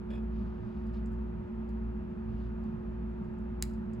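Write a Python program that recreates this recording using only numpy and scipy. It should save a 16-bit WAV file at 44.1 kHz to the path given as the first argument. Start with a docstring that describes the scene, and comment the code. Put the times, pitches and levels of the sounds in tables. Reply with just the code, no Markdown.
"""A small plastic watch strap is fastened on a doll's wrist in a carpeted room.
Friction makes it scuff and slide under the fingers; light impacts excite the buckle's modes as faint
ticks, and near the end it snaps shut with one sharp click. Ventilation hums throughout: two motors
beat slowly against each other over steady tones and rushing air."""
import sys
import numpy as np
from scipy import signal
from scipy.fft import rfft, irfft
from scipy.io import wavfile

SR = 44100
rng = np.random.default_rng(int(sys.argv[2]) if len(sys.argv) > 2 else 0)


def wav_out(sig):
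    """Save sig, one row per channel (or a flat mono array), as 16-bit PCM at SR to the path in sys.argv[1]."""
    wavfile.write(sys.argv[1], SR, np.round(np.clip(np.atleast_2d(sig).T, -1, 1) * 32767).astype(np.int16))


N = 176400
TIME = np.arange(N) / SR
FREQS = np.maximum(np.arange(N // 2 + 1) * SR / N, 1)


def from_db(db):
    """Amplitude grows tenfold for every 20 dB."""
    return 10 ** (np.asarray(db) / 20)


def unit_rms(x):
    """Normalisation to a mean power of one."""
    return x / np.sqrt(np.mean(x ** 2) + 1e-20)


def along(points):
    """Interpolation of a (Hz, value) curve over logarithmic frequency."""
    hz, value = np.transpose(points)
    return np.interp(np.log(FREQS), np.log(hz), value)


def coloured(x, points):
    """Zero-phase filtering by a (Hz, dB) curve."""
    return irfft(rfft(x) * from_db(along(points)), N)


def delayed(x, seconds):
    """A delay is a phase lag proportional to frequency."""
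    return irfft(rfft(x) * np.exp(-2j * np.pi * FREQS * seconds), N)


def drift(rate_hz):
    """Low-passed noise gives a random wander of unit rms."""
    return unit_rms(irfft(rfft(rng.standard_normal(N)) / (1 + (FREQS / rate_hz) ** 2), N))


def resonate(x, hz, width):
    """A damped oscillator with unit peak gain and a bandwidth in Hz."""
    r = np.exp(-np.pi * width / SR)
    feedback = [1, -2 * r * np.cos(2 * np.pi * hz / SR), r * r]
    return signal.lfilter(np.array([1, 0, -1]) * (1 - r * r) / 2, feedback, x + 1e-18)


# Each entry: a time in seconds at which the two motors are in antiphase.
BEAT_MINIMA = [0.0, 0.661, 1.471, 2.14, 2.75, 3.299, 3.9, 4.5]

def motors():
    """Beating: two low tones slip one cycle apart from each minimum to the next."""
    mean_hz, first_db, second_db, fade_db_per_s = 57.78, -41, -43, -0.52
    slip = np.pi * (np.interp(TIME, BEAT_MINIMA, np.arange(len(BEAT_MINIMA))) + .5)
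    phase = 2 * np.pi * (mean_hz * TIME + rng.random())
    pair = from_db(first_db) * np.sin(phase + slip) + from_db(second_db) * np.sin(phase - slip)
    return np.sqrt(2) * pair * from_db(fade_db_per_s * TIME)


# Fan and mains tones. Each row: frequency in Hz, left and right levels in dB, modulation depth.
HUM_TONES = [(114.7, -61.5, -47.5, 0.93), (119.03, -62.5, -57, 0.22), (121.3, -72.5, -56, 0.28),
             (171, -60, -58.5, .6), (222.4, -44, -40.5, 0.2), (255, -71.5, -68.5, 0.9),
             (336.4, -67.5, -78, 0.75), (360, -48, -47, 0.018), (424.3, -69.5, -65, 0.38),
             (469, -65, -68.5, 0.089), (880, -70.5, -74.5, 0.19), (929, -75.5, -75.5, 0.51),
             (1110, -82, -86, 0.72), (1231, -74.5, -69.5, 0.24), (1507, -79.5, -81, 0.86)]

def hum():
    """Random modulation makes each steady tone waver in amplitude and phase."""
    waver_hz = 6.1
    out = np.zeros((2, N))
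    for hz, left_db, right_db, depth in HUM_TONES:
        wander = 1 + depth * (drift(waver_hz) + 1j * drift(waver_hz))
        carrier = np.exp(2j * np.pi * (hz * TIME + rng.random()))
        out += from_db([[left_db], [right_db]]) * unit_rms((wander * carrier).real)
    return out


# Diffuse sound at the two microphone ports. Each row: frequency in Hz, correlation.
PORT_COHERENCE = [(50, 0.94), (110, 0.93), (190, .93), (270, 1), (360, 0.53), (600, 0.45), (1300, 1),
                  (2200, 0.19), (3300, 0.12), (4500, 0.22), (5600, 0.1), (7200, .85), (9000, 0.98),
                  (16000, 1)]

def diffuse_noise():
    """A diffuse field: white noise from all around is partly coherent at two points."""
    alike = along(PORT_COHERENCE)
    mid, side = rfft(rng.standard_normal((2, N))) * np.sqrt([(1 + alike) / 2, (1 - alike) / 2])
    return irfft(np.array([mid + side, mid - side]), N)


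# Rushing air. Each row: frequency in Hz, spectral density in dB per Hz.
AIR_SPECTRUM = [(20, -79.5), (38, -74), (50, -64), (68, -66.5), (80, -63), (100, -70.5), (130, -75),
                (165, -65), (212, -60.5), (238, -70), (270, -76), (320, -81.5), (450, -82.5), (550, -87),
                (640, -82.5), (720, -90), (800, -85.5), (930, -85), (1020, -89), (1350, -90), (1550, -94.5),
                (1750, -94.5), (1870, -97.5), (2280, -103), (2520, -101), (3000, -108), (4000, -116),
                (6000, -125.5), (9000, -129.5), (12000, -131.5), (16000, -146)]

def air():
    """Ventilation airflow gives broadband noise, strongest in the bass."""
    return coloured(diffuse_noise() * np.sqrt(SR / 2), AIR_SPECTRUM)


def friction(strokes, grain):
    """Friction gives grainy noise and an envelope in which the strokes add in power."""
    power = 0
    for peak, rise, fall, db in strokes:
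        spread = np.where(TIME < peak, rise, fall)
        power += from_db(db) ** 2 * np.exp(-((TIME - peak) / spread) ** 2)
    roughness = np.exp(grain * drift(rate_hz=250))
    return unit_rms(rng.standard_normal(N) * roughness), np.sqrt(power)


# Fingertip rubs. Each row: peak time, rise and fall in seconds, level in dB.
SCUFF_STROKES = [(0.106, 0.0031, 0.019, -51), (0.145, 0.027, 0.028, -53.5)]
# Their resonances. Each row: frequency in Hz, bandwidth per stage in Hz, relative gain in dB.
SCUFF_MODES = [(447, 330, 14), (1600, 300, 5), (2520, 270, 2.5), (3390, 280, 1.5), (5020, 450, -11),
               (7500, 800, -20), (9800, 800, -19.5)]

def scuffs():
    """Forced resonance: a fingertip rubbing the buckle gives a short, hollow scuff."""
    noise, envelope = friction(SCUFF_STROKES, grain=.45)
    hollow = sum(from_db(db) * resonate(resonate(noise, hz, width), hz, width)
                 for hz, width, db in SCUFF_MODES)
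    return envelope * unit_rms(hollow)


# The buckle's resonances. Each row: frequency in Hz, bandwidth in Hz, gain in dB.
BUCKLE_MODES = [(1260, 860, -14.5), (2004, 220, -2), (2780, 1100, -15.5), (4030, 220, -3.5),
                (4850, 450, -2), (7460, 1400, 0.5), (9060, 1200, -1.5), (11400, 1700, -14),
                (12500, 400, -8), (14700, 1600, -11)]

def buckle(contacts, focus_db):
    """Impulses excite damped modes; a mode an octave off a contact's centre is focus_db weaker."""
    start, db, centre = np.transpose(contacts)
    out = np.zeros(N)
    for k, (hz, width, mode_db) in enumerate(BUCKLE_MODES):
        octaves_off = np.log2(hz / centre)
        impulses = np.zeros(N)
        impulses[(start * SR).astype(int)] = from_db(db + mode_db - focus_db * octaves_off ** 2)
        out += (-1) ** k * resonate(impulses, hz, width)  # modes alternate in polarity
    return out


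# Touches of strap and buckle. Each row: start in seconds, impulse level in dB, centre in Hz.
LIGHT_CONTACTS = [(0.2274, -47.5, 11500), (0.8692, -39, 4200), (0.8702, -45, 11700), (0.9352, -39, 3200),
                  (0.9372, -44, 5430), (1.0600, -34.5, 6300), (1.1200, -41, 11700), (1.1315, -42, 11500),
                  (1.1335, -48, 4780), (1.6914, -37, 4300), (1.6925, -38.5, 12750), (2.6404, -43.5, 5000),
                  (3.2444, -46.5, 5000), (3.3364, -49, 11000), (3.3872, -45, 9000), (3.6995, -36, 5500),
                  (3.7367, -34.5, 5000), (3.9350, -34, 6300)]

def ticks():
    """Selective excitation: each light touch favours the modes near its centre frequency."""
    return buckle(LIGHT_CONTACTS, focus_db=14.5)


# Pulls of the strap. Each row: peak time, rise and fall in seconds, level in dB.
SLIDE_STROKES = [(0.38, 0.041, 0.11, -74.5), (0.72, 0.13, .2, -78), (0.945, 0.0066, 0.037, -70),
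                 (2.41, 0.083, .06, -75), (2.67, 0.033, 0.064, -82.5)]
# Their hiss. Each row: frequency in Hz, relative level in dB.
SLIDE_SPECTRUM = [(800, -12), (2600, 4), (3800, 0), (5000, -3), (6000, -8.5), (7300, -16.5), (10000, -19.5),
                  (15000, -22.5)]

def slides():
    """Sliding friction: the strap hisses softly as it is drawn between skin and vinyl."""
    noise, envelope = friction(SLIDE_STROKES, grain=0.29)
    return envelope * unit_rms(coloured(noise, SLIDE_SPECTRUM))


# The buckle shuts. Each row: start in seconds, impulse level in dB, centre in Hz (no effect here).
SNAP_CONTACTS = [(3.6247, 1.5, 8000), (3.6254, -14, 4000), (3.6265, -17, 2400)]

def snap():
    """Broadband excitation: three impacts within 2 ms ring every mode and fuse into one click."""
    return buckle(SNAP_CONTACTS, focus_db=0)


# Echoes from doll, box and floor. Each row: delay in seconds, gain in dB.
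REFLECTIONS = [(.0045, -25.5), (.0125, -22), (.0145, -24.5), (.028, -30.5)]
# The colour of the reverberation. Each row: frequency in Hz, gain in dB.
REVERB_SPECTRUM = [(500, 1.5), (2500, 11.5), (5000, 3.5), (7500, -2.5), (11000, 4.5), (16000, -2.5)]

def room(x):
    """Reverberation: distinct reflections, with early scatter and a tail that decay exponentially."""
    scatter, tail = (-15.5, .07), (-20.5, .33)
    response = 0
    for db, t60_s in (scatter, tail):
        decay = np.exp(-np.log(1000) * TIME / t60_s) * (TIME > .001)
        decay /= np.sqrt(np.sum(decay ** 2))
        response += from_db(db) * coloured(diffuse_noise(), REVERB_SPECTRUM) * decay
    echoes = sum(from_db(db) * delayed(x, delay) for delay, db in REFLECTIONS)
    return signal.fftconvolve(x[None], response, axes=1)[:, :N] + echoes


def scene():
    """Superposition of the close handling sounds, their reverberation and the ventilation."""
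    shielded_db = 9  # touches under the fingers are heard more by way of the room
    touches = ticks()
    handling = scuffs() + slides() + snap()
    close = handling + touches + room(handling + from_db(shielded_db) * touches)
    close -= .65 * resonate(close, hz=5670, width=470)  # a notch in the ports' response to close sounds
    return motors() + hum() + air() + close


# The left port against the right. Each row: frequency in Hz, level difference in dB.
PORT_LEVEL_GAP = [(200, 0), (550, 0.5), (850, 2.5), (1150, 3.5), (1450, -5.5), (1900, -2.5), (2600, 0),
                  (4800, 5.5), (7000, -0.3), (16000, -0.4)]
# Each row: frequency in Hz, phase lead of the left port in radians.
PORT_PHASE_GAP = [(20, .1), (230, .2), (360, 1.6), (1200, 1.6), (1900, 1.8), (2600, .2), (3300, .6),
                  (4400, 0), (7200, -.1), (9050, -3.14), (10700, -6), (11500, -6.4), (13350, -9.4),
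                  (14800, -12.3), (16000, -12.6)]

def record(dry):
    """Level and phase differences between the ports give the stereo image; a low-pass cuts the top."""
    cutoff_hz = 16300
    lean = from_db(along(PORT_LEVEL_GAP) / 2)
    left = lean * np.exp(1j * along(PORT_PHASE_GAP))
    ports = irfft(rfft(dry) * np.array([left, 1 / lean]), N)
    return signal.sosfilt(signal.ellip(10, .1, 80, cutoff_hz, fs=SR, output="sos"), ports)


dry = scene()
out = record(dry)
wav_out(out)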